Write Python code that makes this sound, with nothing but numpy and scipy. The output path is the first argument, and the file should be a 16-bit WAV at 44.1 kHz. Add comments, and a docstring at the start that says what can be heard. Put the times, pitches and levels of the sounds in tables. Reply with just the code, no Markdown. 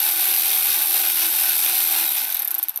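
"""A cordless ratchet runs free of load in an engine bay for 1.9 s, then coasts almost to a stop by 2.8 s.
At speed, pawl drops (noise cracks, ringing steel) blur together over gear rattle made of noise puffs.
Pushes at the crank rate ring the handle; motor sines whine; steady coloured noise and rumble lie beneath.
While it coasts, hum and whine fall; from 2.3 s the pawl clicks stand apart; dull bumps come near the end.
The bay returns short noise-tail scatter throughout."""
import sys
import numpy as np
from scipy import signal
from scipy.fft import rfft, irfft
from scipy.io import wavfile
from scipy.ndimage import uniform_filter1d

SR = 44100
rng = np.random.default_rng(int(sys.argv[2]) if len(sys.argv) > 2 else 0)


def wav_out(sig):
    """Save sig, one row per channel (or a flat mono array), as 16-bit PCM at SR to the path in sys.argv[1]."""
    wavfile.write(sys.argv[1], SR, np.round(np.clip(np.atleast_2d(sig).T, -1, 1) * 32767).astype(np.int16))


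N = 123479

KNOCK_TURN = 0.15  # share of the crank turn at which the yoke knocks and pushes the handle
SOCKET_TURNS = 20.05  # crank turns per turn of the socket


def amp(db):
    """Decibels to amplitude factor."""
    return 10 ** (np.asarray(db) / 20)


def rms_one(x):
    """Scale to an RMS of 1."""
    return x / np.sqrt(np.mean(x ** 2) + 1e-20)


def in_time(rows):
    """Interpolate each column after the first, time_s, to one value per sample."""
    time_s, *columns = np.transpose(rows)
    return [np.interp(np.arange(N) / SR, time_s, column) for column in columns]


def split_filter(order, hz, kind):
    """Butterworth sections."""
    return signal.butter(order, hz, kind, fs=SR, output="sos")


def colour(x, points):
    """Causal minimum-phase filter with the given spectrum, built by folding its cepstrum."""
    hz, db = np.transpose(points)
    size = 8192
    bin_hz = np.arange(size // 2 + 1) * SR / size
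    spectrum_db = np.interp(np.log(bin_hz + 1), np.log(hz), db)
    cepstrum = irfft(np.log(amp(spectrum_db)))
    cepstrum[1:size // 2] *= 2
    cepstrum[size // 2 + 1:] = 0
    return signal.fftconvolve(x, irfft(np.exp(rfft(cepstrum))))[:N]


def drift(rate_hz):
    """Slow random wander of RMS 1: noise through two equal low-pass poles."""
    r = np.exp(-2 * np.pi * rate_hz / SR)
    noise = rng.standard_normal(N + SR)
    return rms_one(signal.lfilter([1], [1, -2 * r, r * r], noise)[SR:])


def sway():
    """Slow random share between 0 and 1 as the tool moves in the hands."""
    return (1 + np.tanh(1.3 * drift(4.8))) / 2


def ring(clicks, hz, t60_s):
    """Two-pole resonator: a unit click starts a decaying sine of height 1."""
    r, w = amp(-60 / (t60_s * SR)), 2 * np.pi * hz / SR
    return signal.lfilter([0, np.sin(w)], [1, -2 * r * np.cos(w), r * r], clicks + 1e-18)


def clicks_at(time_s, gain):
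    """Single-sample clicks at the given moments."""
    out = np.zeros(N)
    np.add.at(out, np.clip((time_s * SR).astype(int), 0, N - 1), gain)
    return out


def burst(clicks, t60_s):
    """Each click starts a puff of noise whose power dies away exponentially."""
    power = signal.lfilter([1], [1, -amp(-120 / (t60_s * SR))], clicks ** 2 + 1e-18)
    return np.sqrt(power) * rng.standard_normal(N)


def each_turn(turns, share, scatter_turns):
    """Moments (s) at which the crank passes a share of its turn; -1 if outside the scene."""
    at = np.arange(int(turns[-1]) + 1) + share
    at = at + scatter_turns * rng.standard_normal(len(at))
    return np.interp(at, turns, np.arange(N) / SR, left=-1, right=-1)


def housing(x, shift):
    """Housing resonances: a chain of peaking filters, those above 1100 Hz shifted by a share."""
    # hz, width_hz, peak_db
    housing_modes = [(331.8, 26.6, 17.5), (792, 103, 6), (1034, 57, -1), (1267, 52, -7), (1497, 81, 6),
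                     (2016, 130, -4.5), (2170, 170, 4), (2540, 180, 5.5), (3820, 78, 5.5), (5670, 58, -2)]
    for hz, width_hz, db in housing_modes:
        w = 2 * np.pi * hz * (1 + shift * (hz > 1100)) / SR
        a, half = amp(db / 2), np.pi * width_hz / SR
        middle = -2 * np.cos(w)
        x = signal.lfilter([1 + half * a, middle, 1 - half * a], [1 + half / a, middle, 1 - half / a], x)
    return x


def pawl(speed, turns):
    """Each drop of the pawl over a tooth, with one rebound, cracks as noise and rings the steel."""
    # drops at speed: share_of_turn, level_db, scatter_turns
    fast_drops = [(-.27, -14, .025), (-.12, -12.5, 0.033)]
    # drops heard singly as the crank slows: start_s, level_db, lower_db (extra below lower_hz)
    slow_drops = [(2.3017, -12, 4), (2.3054, -15, 0), (2.321, -13, 0), (2.3248, -7, 0), (2.3452, -6, -2),
                  (2.3484, -12, -7), (2.3675, -10.5, -3), (2.3703, -10, 0), (2.3929, -12, 8),
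                  (2.397, -10, 2), (2.402, -14, -2), (2.419, -11, 3), (2.4217, -7, -2), (2.4471, -8, -9),
                  (2.4504, -7, -5), (2.476, -7, -7), (2.4804, -8.5, -10), (2.5076, -11, -2),
                  (2.5134, -3.5, -13), (2.5434, -6.5, -2), (2.5495, -6.5, -7), (2.5828, -8.5, -12),
                  (2.5895, -8.5, -12), (2.621, -30, 10), (2.6286, -5, -4), (2.6362, -7, -6),
                  (2.6845, -8, -1), (2.6939, -8.5, 2.5), (2.7075, -29, -2), (2.7426, -29, 6),
                  (2.7598, -8, -5), (2.7743, -8.5, 2.5)]
    # pawl and ratchet wheel modes: hz, relative_db, t60_s
    steel_modes = [(3710, -26, 0.011), (4370, -22, 0.019), (5750, -42, 0.0084), (6020, -26.5, 0.01),
                   (8800, -21, 0.01), (10620, -10.5, 0.011), (12040, -7, 0.0043), (11820, -7.5, 0.017),
                   (12640, -6.5, 0.018), (12680, -8, 0.0069), (12370, -1.5, 0.011), (14380, -31, 0.0033),
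                   (14430, -6.5, 0.0048)]
    # crack spectrum: hz, relative_db_per_hz
    crack_spectrum = [(300, -23), (800, -32.5), (3000, -24), (3700, -8), (5000, -46), (6200, -12.5),
                      (7200, -36), (9000, -52), (11500, -0.5), (13600, -2.5), (16000, -17)]
    drop_scatter_db, mode_scatter_db = 2.5, 3
    crack_db, crack_t60_s, ring_db, lower_hz = 7, 0.0045, -6, 9500

    s, db, lower_db = np.transpose(slow_drops)
    for share, level_db, scatter_turns in fast_drops:
        t = each_turn(turns, share, scatter_turns)
        level = level_db + drop_scatter_db * rng.standard_normal(len(t))
        fast = (t > 0) & (t < slow_drops[0][0] - 1 / 200)
        s, db = np.append(s, t[fast]), np.append(db, level[fast])
        lower_db = np.append(lower_db, 0 * t[fast])

    # rebounds weaken as the crank slows
    rebound_db = -2.5 - 8 * (1 - speed[(s * SR).astype(int)] / speed[0])
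    s = np.append(s, s + rng.uniform(0.00105, 0.00255, len(s)))
    db, lower_db = np.append(db, db + rebound_db), np.tile(lower_db, 2)

    out = np.zeros(N)
    for kind, level in (("low", db + lower_db), ("high", db)):
        crack = colour(burst(clicks_at(s, amp(level)), crack_t60_s), crack_spectrum)
        out += amp(crack_db) * signal.sosfilt(split_filter(4, lower_hz, kind), crack)
    for hz, mode_db, t60_s in steel_modes:
        hit_db = db + mode_db + ring_db + lower_db * (hz < lower_hz)
        hit_db = hit_db + mode_scatter_db * rng.standard_normal(len(s))
        sign = rng.choice([-1, 1], len(s))
        out += ring(clicks_at(s, amp(hit_db) * sign), hz, t60_s)
    return signal.sosfilt(split_filter(2, 1500, "high"), out)


def gears(speed, turns):
    """Random tooth contacts, weaker in the slack part of the turn, and one yoke knock a turn, as noise puffs."""
    # gear noise: time_s, middle_db, low_db, treble_db (before the trims below)
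    gear_levels = [(0.0, -33, -35, -23), (0.01, -30.5, -40.5, -22), (0.08, -28.5, -34.5, -17.5),
                   (0.14, -33, -42, -21.5), (0.25, -28.5, -35.5, -18.5), (0.44, -30.5, -40, -19.5),
                   (0.49, -26.5, -38.5, -18.5), (0.63, -31.5, -38, -19.5), (0.74, -27.5, -37.5, -18.5),
                   (0.85, -33, -36, -20.5), (0.87, -32, -41.5, -20.5), (0.97, -28, -35.5, -17.5),
                   (1.13, -31, -39, -21), (1.25, -26.5, -34.5, -18), (1.28, -31.5, -39, -19.5),
                   (1.5, -28.5, -36, -18.5), (1.61, -30.5, -41, -19.5), (1.66, -28.5, -35, -18),
                   (1.87, -30.5, -39.5, -20.5), (1.99, -29.5, -33.5, -18.5), (2.13, -36, -41.5, -24),
                   (2.18, -30.5, -37, -21.5), (2.32, -40, -41.5, -29), (2.43, -40.5, -40.5, -31),
                   (2.45, -48.5, -46, -37.5), (2.54, -45.5, -43, -36.5), (2.69, -51.5, -53, -43.5),
                   (2.74, -59, -52, -48), (2.77, -55, -55, -49), (2.8, -63, -61, -53)]
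    # body spectrum: hz, relative_db_per_hz
    body_spectrum = [(120, -42.5), (220, -38), (325, -25.5), (530, -17), (750, -3.5), (1040, -6.5),
                     (1500, -6), (2000, -4.5), (3700, 1.5), (6100, -0.5), (6800, -8.5), (7500, -14.5),
                     (9500, -45.5)]
    # treble spectrum: hz, relative_db_per_hz
    treble_spectrum = [(5500, -51), (6900, -16), (7700, -12), (8660, -6.5), (11000, -4), (12200, 0.5),
                       (15100, -9), (15800, 4.5), (16300, -18)]
    low_trim_db, middle_trim_db, treble_trim_db, split_hz = -1.5, 0.5, -1.5, 1860
    contacts_per_turn, contact_spread_db, contact_t60_s = 30, 2, 0.005
    slack_until_turn, slack_db = 0.094, -2.5  # slack from half a turn before the count
    knock_scatter_turns, knock_db, knock_scatter_db, knock_t60_s = 0.015, 5, 3, 0.014
    whirr_share, whirr_power, grip_shift = 0.34, 0.61, 0.023

    turn_share = (turns + .5) % 1 - .5
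    size_db = contact_spread_db * np.minimum(rng.exponential(1, N), 4)
    size_db = size_db + slack_db * (turn_share < slack_until_turn)
    contacts = amp(size_db) * (rng.random(N) < contacts_per_turn * speed / SR)
    t = each_turn(turns, KNOCK_TURN, knock_scatter_turns)
    knocks = clicks_at(t, (t > 0) * amp(knock_db + knock_scatter_db * rng.standard_normal(len(t))))
    rattle = burst(contacts, contact_t60_s) + burst(knocks, knock_t60_s)
    rattle = rattle / np.sqrt(uniform_filter1d(rattle ** 2, size=8000) + 1e-9)  # level over 0.18 s
    # smooth bearing noise takes over as the crank slows
    rattle = rattle + whirr_share * (speed[0] / speed) ** whirr_power * rng.standard_normal(N)

    middle_db, low_db, treble_db = in_time(gear_levels)
    plain, grip = colour(rattle, body_spectrum), sway()
    body = grip * housing(plain, grip_shift) + (1 - grip) * housing(plain, -grip_shift)
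    low = signal.sosfilt(split_filter(4, split_hz, "low"), body)
    middle = signal.sosfilt(split_filter(4, split_hz, "high"), body)
    treble = colour(rattle, treble_spectrum)
    return (amp(low_db + low_trim_db) * rms_one(low) + amp(middle_db + middle_trim_db) * rms_one(middle)
            + amp(treble_db + treble_trim_db) * rms_one(treble))


def hum(speed, turns):
    """A push each turn rings the handle, so crank orders slide through its modes as the tool slows."""
    # handle modes: hz, relative_db, t60_s
    handle_modes = [(158, -62, 0.062), (263, -65, 0.088), (321.4, -47.5, 0.11), (420, -51.5, 0.045),
                    (496, -57, 0.041), (613, -52, 0.052), (680, -46, 0.029), (764, -41.5, 0.07),
                    (848, -44.5, 0.03), (1205, -53, 0.046), (1506, -42, 0.061)]
    # main hum: time_s, level_db (before hum_trim_db)
    hum_levels = [(0.0, -60), (0.05, -52.5), (0.55, -55.5), (0.6, -63), (0.66, -53.5), (1.19, -51.5),
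                  (1.24, -50), (1.32, -55), (1.92, -50.5), (2.06, -45.5), (2.13, -64), (2.24, -49),
                  (2.29, -79), (2.4, -50), (2.46, -91), (2.59, -75), (2.67, -87), (2.8, -77)]
    hum_trim_db, main_hum_hz = 53.5, 327  # the main hum is the mode within 40 Hz
    push_scatter_turns, push_scatter_db = 0.0071, 2.5
    waver_db, waver_hz, thump_power = 2.5, 3.7, 1.1
    thump_pulse_db, thump_peak_turn = 3, 2.3  # one swell per socket turn
    hum_pulse_db, hum_peak_turn = 2, 4.4  # two swells per socket turn

    t = each_turn(turns, KNOCK_TURN, push_scatter_turns)
    pushes = clicks_at(t, (t > 0) * amp(push_scatter_db * rng.standard_normal(len(t))))
    # below 97 % speed random shaking replaces the regular push on the main hum
    loose = np.clip(20 * (.97 - speed / speed[0]), 0, 1)
    shaking = (1 - loose) * pushes + loose * np.sqrt(speed / SR) * rng.standard_normal(N)

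    socket_angle = 2 * np.pi / SOCKET_TURNS
    hum_pulse = hum_pulse_db * np.cos(2 * socket_angle * (turns - hum_peak_turn))
    hum_level = amp(in_time(hum_levels)[0] + hum_trim_db + hum_pulse)
    thump_pulse = thump_pulse_db * np.cos(socket_angle * (turns - thump_peak_turn))
    thump_level = (speed / speed[0]) ** thump_power * amp(thump_pulse)

    out = np.zeros(N)
    for k, (hz, db, t60_s) in enumerate(handle_modes):
        if abs(hz - main_hum_hz) < 40:
            drive = shaking * hum_level
        else:
            drive = pushes * thump_level * amp(waver_db * drift(waver_hz))
        out += (-1) ** k * ring(drive * amp(db), hz, t60_s)
    return out


def whine(speed, turns):
    """Wavering motor sines glide down with speed and swell as they cross the housing's resonances."""
    # motor tones: crank_speed_multiple, level_db (before the housing), speed_power
    motor_tones = [(4.39, -60, 3.4), (8.8, -71, 1.2), (10.89, -61, 0.93), (13.99, -53, 1.54),
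                   (17.62, -59, 1.1), (52.83, -44.5, 2.4)]
    waver_db, waver_hz = 5.5, 2.1
    tones = np.zeros(N)
    for multiple, db, power in motor_tones:
        level = amp(db + waver_db * drift(waver_hz)) * (speed / speed[0]) ** power
        tones += level * np.sin(2 * np.pi * (multiple * turns + rng.random()))
    return housing(tones, 0)


def bumps():
    """Dull knocks of the tool against the engine: clicks ring one damped mode."""
    # knocks: start_s, level_db (before trim_db)
    bump_list = [(2.619, -50), (2.747, -51), (2.788, -25.5)]
    trim_db, hz, t60_s = -11.5, 795, 0.019
    s, db = np.transpose(bump_list)
    return ring(clicks_at(s, amp(db + trim_db)), hz, t60_s)


def bay(x, t60_s):
    """Close metal surfaces scatter the sound: two decaying noise tails, mixed by the sway of the tool."""
    t = np.arange(int(.2 * SR)) / SR
    tails = rng.standard_normal((2, len(t))) * amp(-60 * t / t60_s) * (t > 1 / 1000)
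    tails = tails / np.sqrt(np.sum(tails[0] ** 2))
    one, other = signal.fftconvolve(x[None], tails, axes=1)[:, :N]
    angle = np.pi * sway()
    return np.cos(angle) * one + np.sin(angle) * other


def steady_noise():
    """Steady coloured noise with a hum-like hump near 800 Hz."""
    # noise spectrum: hz, relative_db_per_hz
    noise_spectrum = [(15, -85), (25, -55), (373, -39), (800, 3), (1400, -1), (2050, -30), (3620, -44),
                      (7710, -37), (13600, -7), (16000, -30)]
    return amp(-53) * rms_one(colour(rng.standard_normal(N), noise_spectrum))


def rumble(speed):
    """Faint low-passed noise, partly different on the two sides, that weakens as the crank slows."""
    level_db, side_db, cutoff_hz = -73.5, -16, 164
    mid, side = signal.sosfilt(split_filter(2, cutoff_hz, "low"), rng.standard_normal((2, N)))
    noise = rms_one(mid + amp(side_db) * side * [[1], [-1]])
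    return amp(level_db) * noise * (speed / speed[0]) ** 0.27


def microphone(x):
    """Soft overload rounds the peaks, then the low cut follows."""
    overload, low_cut_hz = 0.48, 239
    return signal.sosfilt(split_filter(4, low_cut_hz, "high"), overload * np.tanh(x / overload))


def scene():
    """Sum the sources, then add bay scatter, side noise and rumble."""
    # crank: time_s, turns_per_s
    crank_speed = [(0.0, 84.49), (0.25, 83.83), (0.5, 84.49), (0.75, 84.21), (1.0, 84.21), (1.25, 82.41),
                   (1.5, 84.1), (1.75, 83.76), (1.9, 83.34), (2.0, 77.73), (2.1, 71.75), (2.2, 60.61),
                   (2.3, 49.87), (2.4, 38.47), (2.5, 31.04), (2.6, 21.77), (2.7, 15.7), (2.8, 7.42)]
    # uneven colour of the side noise, with deep gaps: hz, relative_db
    side_spectrum = [(60, -23), (87, -8), (130, -26), (180, -32), (260, -24), (380, -24.5), (550, -24),
                     (790, -24), (1140, -9), (1650, -18), (2380, -41), (3440, -22.5), (4970, -36),
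                     (7180, -13.5), (10400, -22.5), (15000, -16)]
    start_turn, pan_db = -.36, .22  # pan: left up, right down
    bay_db, bay_t60_s, side_db, side_t60_s = -11.5, 0.074, 2, 0.068

    speed, = in_time(crank_speed)
    turns = start_turn + np.cumsum(speed) / SR
    tool = pawl(speed, turns) + gears(speed, turns) + hum(speed, turns) + whine(speed, turns)
    tool = microphone(tool + bumps() + steady_noise())
    side = amp(side_db) * colour(bay(tool, side_t60_s), side_spectrum)
    mid = tool + amp(bay_db) * bay(tool, bay_t60_s)
    return mid * amp([[pan_db], [-pan_db]]) + side * [[1], [-1]] + rumble(speed)


def record(dry):
    """Steep low-pass: 70 dB down from 16250 Hz up."""
    return signal.sosfilt(signal.cheby2(14, 70, 16250, fs=SR, output="sos"), dry)


dry = scene()
out = record(dry)
wav_out(out)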